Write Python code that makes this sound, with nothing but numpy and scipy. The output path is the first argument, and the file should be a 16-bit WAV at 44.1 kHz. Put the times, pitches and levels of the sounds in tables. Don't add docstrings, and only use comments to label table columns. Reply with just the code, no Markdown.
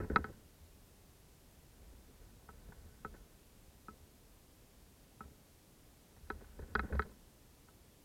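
import sys
import numpy as np
from scipy import signal
from scipy.fft import rfft, irfft, next_fast_len
from scipy.io import wavfile
from scipy.ndimage import uniform_filter1d

SR = 44100
rng = np.random.default_rng(int(sys.argv[2]) if len(sys.argv) > 2 else 0)


def pcm_store(signal):
    levels = np.round(np.clip(np.atleast_2d(signal), -1, 1) * 32767)
    wavfile.write(sys.argv[1], SR, levels.astype(np.int16).T)


def makeup_ratio(level_db):
    decades = np.asarray(level_db, float) / 20
    return 10 ** decades


N = 354563
T = np.arange(N) / SR


def level(x, db):
    return x * makeup_ratio(db) / np.sqrt(np.mean(x ** 2))


def walk(rate):
    hold = int(SR / rate)
    steps = rng.standard_normal(N // 100)
    held = steps[np.arange(N) // hold]
    return level(uniform_filter1d(uniform_filter1d(held, hold), hold), 0)


def burst(s, db, rise_s, hold_s, t60):
    after = np.maximum(T - s, 0)
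    fall_db = 60 * np.maximum(after - hold_s, 0) / t60
    return makeup_ratio(db - fall_db) * (1 - np.exp(-after / rise_s))


def ring(force, hz, t60):
    pole = np.exp(2j * np.pi * hz / SR - np.log(1000) / (t60 * SR))
    return signal.lfilter([1], [1, -pole], force).imag


ROOM_DB = -65
# f/Hz, relative level/dB (per Hz)
ROOM_COLOUR = [(12, -34), (20, -4), (53, -1), (131, -7), (312, -12), (349, -14), (401, -13), (449, -15),
               (1420, -26), (14100, -29), (16200, -35.5)]


def room():
    hz = np.maximum(np.arange(N // 2 + 1) * SR / N, 1)
    points_hz, points_db = np.transpose(ROOM_COLOUR)
    colour = makeup_ratio(np.interp(np.log(hz), np.log(points_hz), points_db))
    coloured = rfft(rng.standard_normal(N)) * colour
    above_bass = irfft(coloured * (hz > 100), N)
    return irfft(coloured, N) * makeup_ratio(ROOM_DB) / np.sqrt(np.mean(above_bass ** 2))


TREMBLE_DB = 3.0
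# t/s, level/dB (rms of its rumble before the tremble)
HAND_MOTION = [(0, -47.5), (.2, -66), (.45, -71.5), (1.55, -80), (1.8, -64.5), (2.25, -65.5), (2.4, -68.5),
               (2.7, -63), (3.15, -63), (3.45, -77), (6.1, -80), (6.36, -61), (6.63, -62.5), (7.1, -70),
               (7.4, -80), (8.04, -85)]


def hand(db=0, tremble_db=0):
    return makeup_ratio(np.interp(T, *np.transpose(HAND_MOTION)) + db + tremble_db * walk(18))


def hand_rumble():
    wavering_hz = 38 * (1 + 0.09 * walk(9))
    rumble = np.sqrt(2) * np.sin(2 * np.pi * np.cumsum(wavering_hz) / SR)
    return hand(0, TREMBLE_DB) * rumble


SWAY_HZ, HAND_SWAY_DB = 70.6, -3
SWAY_RISE_S, SWAY_T60_S = .012, 0.121
# t/s, level/dB (rms if
# fully risen), hold t/s, f/Hz (as the grip allows, before the waver)
JERKS = [(0.001, -40.5, 0.034, 98), (.001, -54, .03, 40), (0.097, -38, 0.04, 68), (.1, -55, .04, 40),
         (0.176, -42, 0.043, 72), (0.253, -53, 0.036, 68), (0.432, -59, 0.022, 80),
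         (.6, -60.5, 0.065, 84.6), (1.804, -61, 0.098, 54.9), (1.901, -59, .09, 67.6),
         (1.952, -58.5, 0.039, 40.2), (2.069, -60, 0.034, 70.5), (2.199, -57.5, 0.058, 39.9),
         (2.45, -62, 0.13, 71), (2.667, -48.5, 0.017, 52), (2.749, -57, 0.044, 61), (2.808, -59, 0.076, 79),
         (3.069, -55, .07, 70.4), (3.098, -57, 0.043, 40), (3.185, -56, 0.045, 66), (3.381, -64.5, .03, 71),
         (3.909, -60, .03, 75), (4.0, -62, .04, 75), (5.213, -58.5, 0.066, 71.6), (6.223, -55, 0.036, 75),
         (6.318, -51.5, 0.047, 72), (6.441, -59, 0.055, 69.5), (6.578, -49, 0.05, 74),
         (6.607, -52, .05, 42), (6.695, -53, 0.035, 85), (6.752, -42, 0.073, 64.6), (6.919, -35, .075, 70),
         (7.101, -64.5, 0.1, 69.8)]


def sway():
    clock = np.cumsum(1 + 0.06 * walk(12)) / SR

    def shake(hz, turn=0):
        return np.sqrt(2) * np.sin(2 * np.pi * (hz * clock + turn))

    jerks = np.zeros(N)
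    for s, db, hold_s, hz in JERKS:
        start_turn = -hz * clock[int(s * SR)]
        jerks += burst(s, db, SWAY_RISE_S, hold_s, SWAY_T60_S) * shake(hz, start_turn)
    return jerks + hand(HAND_SWAY_DB, TREMBLE_DB) * shake(SWAY_HZ)


LEAD = SR // 200


def travel(x, contact_s, spread=0.029, first_hz=1400):
    size = next_fast_len(2 * len(x))
    hz = np.arange(size // 2 + 1) * SR / size
    turn = 2 * np.pi * spread * (2 * np.sqrt(hz) - hz / np.sqrt(first_hz))
    return irfft(rfft(x, size) * np.exp(-1j * turn - (hz * contact_s) ** 2), size)[:len(x)]


PAIR_HZ, LEAN_WIDTH_HZ = 1388, 120
# f/Hz, relative level/dB when struck, t60/s before damping, signed strength at the clamp,
# relative level/dB when rubbed
BODY_MODES = [(113, -7.5, 0.059, -0.7, 0.5), (214, -1, 0.097, 0.93, -4), (340, -0.5, 0.027, -1.108, -3.5),
              (424.5, -1.5, 0.1, 0.95, -8), (520.7, -8.5, 0.032, -1.024, -7.5)]
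KNOCK_MODES = [(788, -14, .037, -1.2, -3), (964, -8, 0.046, 0.79, 0), (1063.6, -15, 0.037, -1.1, -4),
               (1304, 1, 0.063, 0.88, -5), (1507, -2, .047, -1, -1), (1682, -8, 0.036, -0.84, -7),
               (1933, -9, .036, 0.99, -7.5), (2148, -13, 0.045, 1, -12.5), (2496, -11, .035, 0.98, -17)]
TICK_MODES = [(3100, -4.5, .03, 0.95, -5), (3348, -5, 0.044, -1, -8), (3920, 2, .03, 0.96, -1.5),
              (4330, -5.5, 0.027, -1.4, -7.5), (4550, 2.5, 0.012, 0.97, -6.5), (4846, -6, .015, -1.5, -7)]


def struck(modes, lean_db, ring_share, contact_s, scatter_db=3.0):
    tap = np.eye(1, SR // 4, LEAD)[0]
    chance = rng.standard_normal(len(modes))
    out = 0
    for (hz, db, t60, sense, _), luck in zip(modes, chance):
        side = np.tanh((hz - PAIR_HZ) / LEAN_WIDTH_HZ) / 2
        mode_db = db + side * lean_db + scatter_db * luck
        out = out + sense * makeup_ratio(mode_db) * ring(tap, hz, ring_share * t60)
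    out = travel(out, contact_s)
    return out / np.abs(out).max()


SOFT_DB, SOFT_RING, RING_LOSS_PER_DB = -35.5, 1.11, 0.0316
REBOUND_S, REBOUND_RING = .01, 0.61
# t/s, knock peak level/dB, body level/dB and tick level/dB (both against the knock),
# lean/dB of the knock toward its upper modes
ROD_BLOWS = [(.002, -41.5, 9, -31, 9), (.1, -40.5, 13.5, -30.5, 10), (0.16, -16, -9, -17, 3),
             (0.1662, -23, -12, -34, 5), (0.2427, -32, -6, -19.5, 0), (2.489, -43.5, -6.5, -29.5, -5.5),
             (3.048, -33.5, -4.5, -28.5, -1.5), (3.8836, -40.5, -4, -32.5, -4.5),
             (5.2065, -39, -6, -35.5, -8.5), (6.3018, -29, -5.5, -19.5, 2.7),
             (6.7518, -23, -5.5, -13.5, -6), (6.7566, -22, -19, -29.5, 10), (6.7938, -24.5, -11, -20, 1),
             (6.994, -21.5, -9.5, -25.5, 0.6), (7.021, -38, -13.5, -10.5, 17), (7.685, -53, -12, -30, -10)]


def blows():
    out = np.zeros(N + SR)
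    for s, db, body_db, tick_db, lean_db in ROD_BLOWS:
        share = SOFT_RING - RING_LOSS_PER_DB * max(db - SOFT_DB, 0)
        close_blows = sum(abs(s - other[0]) < REBOUND_S for other in ROD_BLOWS)
        if close_blows > 1:
            share = REBOUND_RING
        knock = struck(KNOCK_MODES, lean_db, share, contact_s=0.00048)
        body = struck(BODY_MODES, 0, share, contact_s=.00044)
        tick = struck(TICK_MODES, 0, share, contact_s=.0001)
        blow = knock + makeup_ratio(body_db) * body + makeup_ratio(tick_db) * tick
        out[int(s * SR):][:len(blow)] += makeup_ratio(db) * blow
    return out[LEAD:N + LEAD]


# t/s, knock level/dB, body level/dB and tick level/dB (both against the knock), t60/s
LINE_DRAGS = [(.004, -48.5, 1, -35, 0.047), (0.019, -61, 14, -35, 0.17), (.04, -66, 13, -35, 0.11),
              (0.107, -47.5, 17.5, -35, 0.057), (.128, -60, 12.5, -37.5, 0.18),
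              (.178, -56, 6.5, -29.5, .25), (.255, -66, 5, -30, 0.15), (2.684, -68, 20, -32.5, 0.063),
              (2.719, -55, 1, -33, 0.046), (3.138, -57, 5, -25, 0.12), (5.23, -74, 15, -28, 0.39),
              (6.163, -58, -2, -32, 0.05), (6.407, -55, 6, -30, .05), (6.441, -60, -9, -30, .05),
              (6.588, -54, 12, -32, 0.085), (6.619, -57, 11.5, -30, 0.09), (6.675, -71.5, 16, -31, .2),
              (6.769, -50, 4.5, -30, 0.097), (6.83, -57.5, -5, -30, 0.31), (6.896, -65.5, 27, -30, 0.21),
              (6.923, -39.5, 9.5, -23, 0.044), (6.935, -51.5, 7, -26, 0.18), (6.95, -48, 4, -26, .05),
              (7.026, -50.5, -10, -12, 0.028), (7.04, -72.5, 15.5, -30, 0.33), (7.091, -64, -2, -30, 0.034)]


def scuffs(column, rise_s=0.0021):
    total = 0
    for row in LINE_DRAGS:
        db = row[1] + (row[column] if column > 1 else 0)
        total = total + burst(row[0], db, rise_s, 0, row[-1])
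    return total


def rubbed(modes, drag, grit_db, damp):
    slips = rng.standard_normal(N) * makeup_ratio(grit_db * walk(120))
    steady, heard = 0, 0
    for hz, _, t60, sense, db in modes:
        even, dragged = sense * makeup_ratio(db) * ring([slips, slips * drag], hz, damp * t60)
        steady, heard = steady + even, heard + dragged
    return heard / steady.std()


AFTER_KNOCK_DB, AFTER_BODY_DB, AFTER_GROWTH, AFTER_T60_S = -78, -61, .4, .45
HAND_BODY_DB, HAND_KNOCK_DB = -4, -14


def scrape():
    after = 0
    for s, db, *_ in ROD_BLOWS:
        after = after + burst(s, AFTER_GROWTH * (db - SOFT_DB), 0.0081, 0, AFTER_T60_S)
    knock_drag = hand(HAND_KNOCK_DB) + makeup_ratio(AFTER_KNOCK_DB) * after + scuffs(column=1)
    body_drag = hand(HAND_BODY_DB) + makeup_ratio(AFTER_BODY_DB) * after + scuffs(column=2)
    knock = rubbed(KNOCK_MODES, knock_drag, grit_db=3.0, damp=0.56)
    body = rubbed(BODY_MODES, body_drag, grit_db=4.5, damp=0.52)
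    tick = rubbed(TICK_MODES, scuffs(column=3), grit_db=5.0, damp=.8)
    return knock + body + tick


def scene():
    mix = room() + hand_rumble() + sway() + blows() + scrape()
    return mix[None]


def top_cut(x):
    return signal.sosfilt(signal.butter(12, 16390, fs=SR, output="sos"), x)


def record(dry):
    return top_cut(dry)


dry = scene()
out = record(dry)
pcm_store(out)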